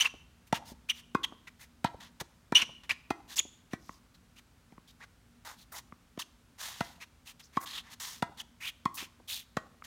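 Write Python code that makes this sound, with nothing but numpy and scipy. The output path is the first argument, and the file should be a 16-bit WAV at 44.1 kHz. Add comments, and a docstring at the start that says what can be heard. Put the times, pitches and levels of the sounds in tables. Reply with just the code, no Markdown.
"""Rubber soles scuff and squeak over an outdoor hush: two players volley at the net of a hard tennis court.
Each stroke is a crack of strings, a push of air and the short ring of the hollow ball, doubled by the ground.
Soles rasp on grit, squeak in stick-slip and land with a dull pat; a few times the ball bounces.
Fences and houses answer faintly; distant traffic, trees and a machine hum lie underneath."""
import sys
import numpy as np
from scipy import signal
from scipy.fft import rfft, irfft, next_fast_len
from scipy.io import wavfile

SR = 44100
rng = np.random.default_rng(int(sys.argv[2]) if len(sys.argv) > 2 else 0)


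def wav_out(sig):
    """Save sig, one row per channel (or a flat mono array), as 16-bit PCM at SR to the path in sys.argv[1]."""
    wavfile.write(sys.argv[1], SR, np.round(np.clip(np.atleast_2d(sig).T, -1, 1) * 32767).astype(np.int16))


N = 434826


def amp(db):
    """Decibels to gain."""
    return 10 ** (np.asarray(db) / 20)


def unit_rms(x):
    """Scales to rms 1."""
    return x / np.sqrt(np.mean(x ** 2) + 1e-20)


def curve_at(points, hz):
    """Interpolates a table on a log-frequency axis."""
    f, value = np.transpose(points)
    return np.interp(np.log(hz + 1), np.log(f + 1), value)


def add(mix, start_s, sound):
    """Mixes a sound in at start_s."""
    part = mix[max(round(start_s * SR), 0):][:len(sound)]
    part += sound[:len(part)]


def play(table, source):
    """Sounds each row of an event table at its start time."""
    track = np.zeros(N)
    for start_s, *row in table:
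        add(track, start_s, source(*row))
    return track


def noise(count, gain):
    """Noise of rms 1, spectrum shaped by gain(Hz)."""
    size = next_fast_len(count + 512)
    hz = np.fft.rfftfreq(size, 1 / SR) + 1
    return unit_rms(irfft(rfft(rng.standard_normal(size)) * gain(hz), size)[:count])


def ring(t, hz, rise_s, decay_s):
    """Damped sine, soft onset at t = 0, envelope peak 1."""
    t = np.maximum(t, 0)
    envelope = (1 - np.exp(-(t / rise_s) ** 2)) * np.exp(-t / decay_s)
    return envelope / envelope.max() * np.sin(2 * np.pi * hz * t)


def resonate(x, hz, width_hz):
    """Moving resonance: shifts the curve hz to zero, smooths twice, shifts back."""
    carrier = np.exp(2j * np.pi * np.cumsum(hz) / SR)
    r = np.exp(-np.pi * width_hz / SR)
    return 2 * (carrier * signal.lfilter([(1 - r) ** 2], [1, -2 * r, r * r], x / carrier)).real


def hush(air_db=-63, hum_db=-72, hum_hz=238, hum_half_width_hz=2.8):
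    """Distant traffic and air in the trees, a wavering rumble, and the hum of a far machine."""
    # Air spectrum. Each row: frequency in Hz, relative density in dB.
    spectrum = [(15, -42), (25, -16.5), (58, -2.5), (120, -9.5), (145, -12.5), (180, -9), (206, -17.5),
                (242, -11), (326, -21), (531, -24), (754, -25.5), (1480, -24.5), (1790, -27.5), (7710, -35),
                (16000, -42.5)]
    air = noise(N, lambda hz: amp(curve_at(spectrum, hz)))
    rumble = signal.sosfilt(signal.butter(1, 300, fs=SR, output="sos"), air)
    drift = noise(N, lambda hz: 1 / (1 + (hz / 5) ** 4))
    hum = noise(N, lambda hz: 1 / (1 + ((hz - hum_hz) / hum_half_width_hz) ** 2))
    return amp(air_db) * (air + 0.12 * drift * rumble) + amp(hum_db) * hum


def scuff(load_s, unload_s, db, loaded_hz, rasp_db, tilt_db_per_oct, tread_sag=.13, catch_hz=60):
    """Tiny slips hiss over the grit and shake the tread, whose resonance rises under load."""
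    # Rubber on grit. Each row: frequency in Hz, relative density in dB.
    grit_spectrum = [(260, -47), (450, -14), (580, -16.5), (1040, 0.5), (1420, -5.5), (1830, 1.5),
                     (2400, -6), (3490, 0), (4840, -4), (6630, -3.5), (7690, -9), (12000, -12),
                     (15100, -14), (16000, -23.5)]
    # A flatter sole sounds lower and hollower. Each row: tread pitch in Hz, body over grit in dB.
    hollowness = [(1800, -1.5), (2300, -21.5)]
    corners_s = np.cumsum([0, load_s, unload_s])
    t = np.arange(int(corners_s[-1] * SR) + 2) / SR
    n = len(t)
    pressure = np.sin(np.interp(t, corners_s, [0, np.pi / 2, 0])) ** np.where(t < load_s, 1, 2)
    grit = noise(n, lambda hz: amp(curve_at(grit_spectrum, hz)
                                   + tilt_db_per_oct * np.log2(np.maximum(hz, 1200) / 4000)))
    wander = noise(n, lambda hz: 1 / (1 + (hz / 110) ** 4))
    tread_hz = loaded_hz * (1 - tread_sag * (1 - pressure)) * (1 + 0.1 * wander)
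    friction = noise(n, lambda hz: 1 / (1 + (900 / hz) ** 4))
    rasp = unit_rms(resonate(friction, tread_hz, width_hz=0.35 * loaded_hz))
    body = noise(n, lambda hz: 1 / (1 + (1.3 * (hz / 950 - 950 / hz)) ** 2))
    rub = unit_rms(grit + amp(rasp_db) * rasp + amp(curve_at(hollowness, loaded_hz)) * body)
    slip_db = 1.7 * noise(n, lambda hz: 1 / (1 + (hz / 650) ** 2))
    # the sliding sole catches and lets go
    catch_db = noise(n, lambda hz: 1 / (1 + (hz / catch_hz) ** 4 + (15 / hz) ** 4))
    return amp(db + catch_db) * pressure * unit_rms(amp(slip_db)) * rub


def squeak(length_s, db, hz, overtone_db, wander_depth=.036, fade_db_per_s=448.5):
    """Rubber sticks and slips thousands of times a second, unsteady in pitch and strength."""
    # A weak grip sags, a firm one climbs. Each row: level in dB, glide as a share of the pitch.
    glides = [(-38, -.18), (-22, .035)]
    progress = np.linspace(0, 1, int(length_s * SR))
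    wander, flutter = (noise(len(progress), lambda hz: 1 / (1 + (hz / 600) ** 4)) for _ in range(2))
    glide = np.interp(db, *np.transpose(glides))
    pitch_hz = hz * (1 + glide * (progress - .5)) * (1 + wander_depth * (wander - wander.mean()))
    phase = 2 * np.pi * np.cumsum(pitch_hz) / SR
    third_db = min(overtone_db, -6) - 12.5
    tone = np.sin(phase) + amp(overtone_db) * np.sin(2 * phase) + amp(third_db) * np.sin(3 * phase)
    level_db = db - fade_db_per_s * length_s * progress + 2.2 * flutter
    return np.sqrt(2) * amp(level_db) * tone * signal.windows.tukey(len(tone), .3)


def footfall(db):
    """A sole lands: dull push, short pat."""
    t = np.arange(SR // 8) / SR
    pat = noise(len(t), lambda hz: 1 / (1 + (hz / 850) ** 4) / (1 + (200 / hz) ** 2)) * np.exp(-t / .007)
    push = ring(t, hz=210 * rng.uniform(0.38, 1.8), rise_s=0.00049, decay_s=.004)
    return amp(db - 3.5) * (push + 0.63 * pat)


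def volley(lag_s, force_db, knock_db, ball_hz, ring_db, upper_db, firm_db=-18.5):
    """Felt slaps the strings, the ball flattens and pushes air, the frame knocks, the ball rings."""
    # String bed modes. Each row: nominal frequency in Hz, relative level in dB, t60 in seconds.
    string_modes = [(706, -6, .14), (1006.7, -7, .12), (1364, -6, .12), (1680, -8, 0.15), (1920, 1, 0.091),
                    (2100, -6, 0.15), (2530, -2, .08), (2635, -10, .07), (3515, -7, 0.071)]
    t = np.arange(SR // 4) / SR
    crack_db = force_db - 15.5 + .35 * min(force_db - firm_db, 0)  # soft strokes lose extra crack
    felt = noise(len(t), lambda hz: 1 / np.sqrt((1 + (1300 / hz) ** 4) * (1 + (hz / 3300) ** 4))
                 + amp(-37))
    contact = np.minimum(t / 0.0009, 1) * (np.exp(-(t / 0.0039) ** 2) + amp(-4.5) * np.exp(-t / 0.0092))
    crack = amp(crack_db) * felt * contact
    thump_t = t - .0052  # air is drawn in, then pushed out: no net flow
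    thump = amp(force_db - 2) * np.sin(2 * np.pi * 185 * thump_t) * np.exp(-(thump_t / 0.0018) ** 2)
    knock = amp(force_db + knock_db + 7.5) * ring(t - .002, hz=418, rise_s=0.00065, decay_s=0.0011)
    ball = amp(ring_db - 0.5) * ring(t - .0042, ball_hz, rise_s=0.00057, decay_s=0.004)
    upper = amp(upper_db - 2) * ring(t - .0032, ball_hz * 1.42, rise_s=0.00023, decay_s=0.0027)
    tuning = rng.uniform(0.9, 1.01)
    spots_db = rng.uniform(-0.89, 7.6, len(string_modes))  # each impact spot favours other modes
    modes = sum(amp(db + spot_db - 60 * t / t60_s) * np.sin(2 * np.pi * (hz * tuning * t + rng.random()))
                for (hz, db, t60_s), spot_db in zip(string_modes, spots_db))
    strings = amp(crack_db - 7.5) * modes * np.minimum(t / 0.001, 1)
    low_cut = signal.butter(2, 95, "highpass", fs=SR, output="sos")  # a small body radiates little bass
    direct = signal.sosfilt(low_cut, crack + thump + knock + ball + upper + strings)
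    return direct + 0.59 * np.interp(t - lag_s, t, direct, left=0)  # the court mirrors the stroke


def bounce(ring_db, ball_hz, thump_db):
    """The ball hits the hard court and rings at once, with a small thump."""
    t = np.arange(SR // 10) / SR
    shell = ring(t, ball_hz, rise_s=0.00032, decay_s=.002)
    upper = amp(-8.5) * ring(t, ball_hz * 1.75, rise_s=0.00035, decay_s=0.0015)
    thump = ring(t - .002, hz=196, rise_s=0.00098, decay_s=0.0021)
    return amp(ring_db) * (shell + upper) + amp(thump_db) * thump


def surroundings(x, taps_per_s=4000, tail_db=-21):
    """Thin scatter from trees and houses, soft echo clusters from the fences."""
    # Scatter decay. Each row: frequency in Hz, t60 in seconds.
    tail_t60 = [(150, 0.9), (1000, 0.5), (3000, 0.59), (6000, 0.43), (14000, 0.5)]
    # Scatter spectrum. Each row: frequency in Hz, relative level in dB.
    tail_colour = [(100, -9), (300, 0.5), (650, -6.5), (1020, 3.5), (1400, -1.5), (1800, -1), (2450, -3),
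                   (3050, -1), (4500, 1), (6200, 2), (9000, 0), (15000, -10)]
    # Fence echoes. Each row: delay in seconds, relative level in dB, decay time in seconds.
    fence_echoes = [(.035, -29.5, .014), (.06, -27, 0.011), (0.089, -27, .014), (0.168, -33, 0.022)]
    taps = rng.standard_normal(SR) * (rng.random(SR) < taps_per_s / SR)
    hz, t, bins = signal.stft(taps, SR, nperseg=256)
    shape_db = curve_at(tail_colour, hz)[:, None] - 60 * t / curve_at(tail_t60, hz)[:, None]
    response = signal.istft(bins * amp(shape_db) * np.minimum(t / .008, 1), SR, nperseg=256)[1]
    response *= amp(tail_db) / np.linalg.norm(response)
    t = np.arange(SR // 10) / SR
    for delay_s, db, decay_s in fence_echoes:
        cluster = noise(len(t), lambda hz: 1 / np.sqrt(1 + (hz / 1250) ** 8 + (350 / hz) ** 4))
        cluster *= np.exp(-t / decay_s)
        add(response, delay_s, amp(db - 14.5) * cluster / np.linalg.norm(cluster))
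    return signal.fftconvolve(x, response)[:N]


def scene(ball_send_db=1, shoe_send_db=-1):
    """Shoes and ball on the court, their echoes, and the hush; mono."""
    # Soles rubbing. Each row: start, loading and unloading in seconds, level in dB, loaded tread
    # pitch in Hz, rasp over grit in dB, grit tilt in dB per octave.
    scuffs = [(0.0, 0.0026, 0.057, -28, 2960, 5.5, 1), (.038, 0.016, 0.035, -32.5, 2650, 0.5, -3),
              (.468, .008, .02, -60, 2300, -5, 5), (.54, 0.01, .046, -37, 2850, -0.5, -1),
              (.647, .046, 0.054, -53, 5100, -7, 2.5), (.886, 0.016, 0.027, -33, 2970, 11.5, 5),
              (.93, 0.06, 0.036, -53, 3200, 0, 1.5), (1.231, 0.012, 0.017, -33, 3060, 2.5, -1.5),
              (1.468, 0.012, 0.021, -48.5, 2200, 4.5, -2), (1.59, 0.027, 0.061, -53.5, 2100, -3, 2.5),
              (1.858, 0.0024, 0.029, -38.5, 3760, -4, -10), (2.0, 0.0099, 0.11, -52, 3400, -7, -2),
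              (2.199, 0.0058, 0.024, -37, 1900, -15, 0), (2.548, 0.0037, 0.079, -28.5, 3060, 5.5, 0),
              (2.586, 0.03, 0.035, -30, 2800, 7.5, -3), (2.833, 0.0048, 0.034, -54.5, 3120, -9, -4),
              (2.893, 0.0017, 0.052, -31, 2474, 5.5, -2), (3.275, 0.063, 0.019, -47, 3930, -6.5, 1),
              (3.356, 0.013, .035, -35.5, 6300, 2.5, 4), (3.375, 0.019, .016, -29.5, 3100, 5, 3.5),
              (3.705, 0.02, 0.051, -55.5, 2750, 1, -0.5), (3.78, .14, 0.095, -63, 5670, 2, 3),
              (4.14, .011, 0.017, -60, 4100, 1.5, 0.5), (4.355, 0.033, .02, -56, 2570, 0, 0.5),
              (4.87, 0.023, .037, -58.5, 4150, 4, 3.5), (4.995, .044, .02, -50, 1860, 4, -3),
              (5.448, 0.0076, 0.13, -46, 1700, -5, 1), (5.56, 0.061, 0.035, -58.5, 4080, -1, 3.5),
              (5.718, 0.0072, 0.072, -46, 1787, -6, 9), (5.745, 0.032, 0.038, -44, 1970, -13, 2),
              (6.188, 0.0086, 0.048, -39.5, 3800, -6, 0.5), (6.578, 0.06, 0.15, -41.5, 2080, -27, 1),
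              (6.69, 0.054, 0.3, -51, 3700, -7, 0), (6.998, 0.029, .028, -46, 2425, 0, -1.5),
              (7.25, 0.041, 0.048, -50, 2800, -4, 1.5), (7.394, 0.0054, 0.028, -50.5, 3820, -2.5, 0),
              (7.415, 0.03, 0.049, -60, 5600, 10, 6), (7.52, 0.057, .02, -55, 2100, -3, -0.5),
              (7.595, 0.043, 0.02, -45.5, 1780, -7, 8.5), (7.657, 0.0057, 0.16, -44.5, 3770, 0, 0),
              (7.71, 0.062, 0.058, -41.5, 3320, 3, -0.5), (7.83, 0.046, .06, -57, 1910, -3, -3.5),
              (7.895, .041, .018, -48.5, 2200, -17, 0), (7.998, .004, 0.25, -41.5, 6250, -7, 1.5),
              (8.37, 0.036, .021, -44.5, 3500, -2.5, .5), (8.6, 0.043, 0.069, -41.5, 2370, 5, 1.5),
              (8.65, 0.041, 0.02, -37.5, 2950, 8.5, 5), (8.941, .004, 0.074, -44.5, 6540, -14, 12),
              (8.968, 0.011, 0.11, -40, 2890, -2, 0.5), (9.274, 0.04, .14, -38, 3570, 1.5, 6),
              (9.837, 0.014, .014, -48, 2200, -17, .5)]
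    # Soles gripping. Each row: start and length in seconds, level in dB, pitch in Hz,
    # second harmonic over first in dB.
    squeaks = [(.0055, 0.024, -21.5, 3044, -5), (.0548, .012, -22, 2720, -24.5),
               (.8975, 0.013, -23.5, 2913, -9), (1.2385, 0.0118, -27.5, 3240, -17),
               (2.551, 0.037, -10.5, 2948, -12), (2.618, 0.0072, -29.5, 2833, -5),
               (2.9075, 0.0033, -22, 2486, -15), (3.391, 0.0083, -25, 3346, 3.5),
               (6.219, .0087, -39, 2934, -9.5), (7.781, 0.0096, -40, 2860, -16),
               (8.401, .0081, -37.5, 3070, -13)]
    # Feet landing. Each row: start in seconds, relative level in dB.
    footfalls = [(.14, -42), (.574, -43), (.719, -39), (1.323, -35.5), (1.944, -36.5), (2.213, -30.5),
                 (2.625, -34), (2.693, -41.5), (2.915, -40), (3.402, -50), (3.452, -42.5), (8.296, -46.5),
                 (9.025, -38), (9.2, -49)]
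    # Racket strokes. Each row: start and ground reflection lag in seconds, force and frame knock trim
    # in dB, ball pitch in Hz, relative levels of ring and upper ring in dB.
    volleys = [(0.5255, 0.0014, -17, -7.5, 915, -16, -32.5), (1.1475, 0.00081, -22.5, 0, 1076, -19.5, -22),
               (1.8435, .0013, -17, -11, 940, -18.5, -26), (2.5215, 0.00051, -24, -3.5, 960, -16.5, -24),
               (3.104, .0028, -20.5, -9, 870, -20, -20.5), (3.7325, 0.00052, -25.5, -10.5, 748, -32.5, -26),
               (4.7215, 0.00093, -44.5, -8, 794.7, -53.5, -67),
               (6.1742, 0.0006, -35, -5, 700, -38.5, -37.5), (6.806, 0.001446, -20, -10.5, 972, -22, -28.5),
               (7.569, 0.00098, -25.5, -4, 1098, -18.5, -28.5),
               (8.2232, 0.0014, -19.5, -8, 962, -20, -25.5), (8.854, .00093, -23, -11.5, 1070, -19, -47.5),
               (9.568, 0.00151, -21, -6.5, 1088, -24, -25.5)]
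    # Ball on the court. Each row: start in seconds, ring in dB, ball pitch in Hz, thump in dB.
    bounces = [(3.8933, -30.5, 1086, -38), (4.7797, -42.5, 1074, -41.5), (5.9236, -37.5, 1165, -40.5),
               (9.8226, -36.5, 1260, -54)]
    ball = play(volleys, volley) + play(bounces, bounce)
    shoes = play(footfalls, footfall) + play(scuffs, scuff) + play(squeaks, squeak)
    # the ball, high in the air, reaches the fences better than the shoes
    echoes = surroundings(amp(ball_send_db) * ball + amp(shoe_send_db) * shoes)
    return (shoes + ball + echoes + hush())[None]


def record(dry, low_cut_hz=35, band_limit_hz=16150):
    """A small microphone sheds deep bass; a steep low-pass limits the band."""
    thin = signal.sosfilt(signal.butter(2, low_cut_hz, "highpass", fs=SR, output="sos"), dry)
    low_pass = signal.firwin(511, band_limit_hz, window=("kaiser", 9), fs=SR)
    return signal.oaconvolve(thin, low_pass[None], "same")


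dry = scene()
out = record(dry)
wav_out(out)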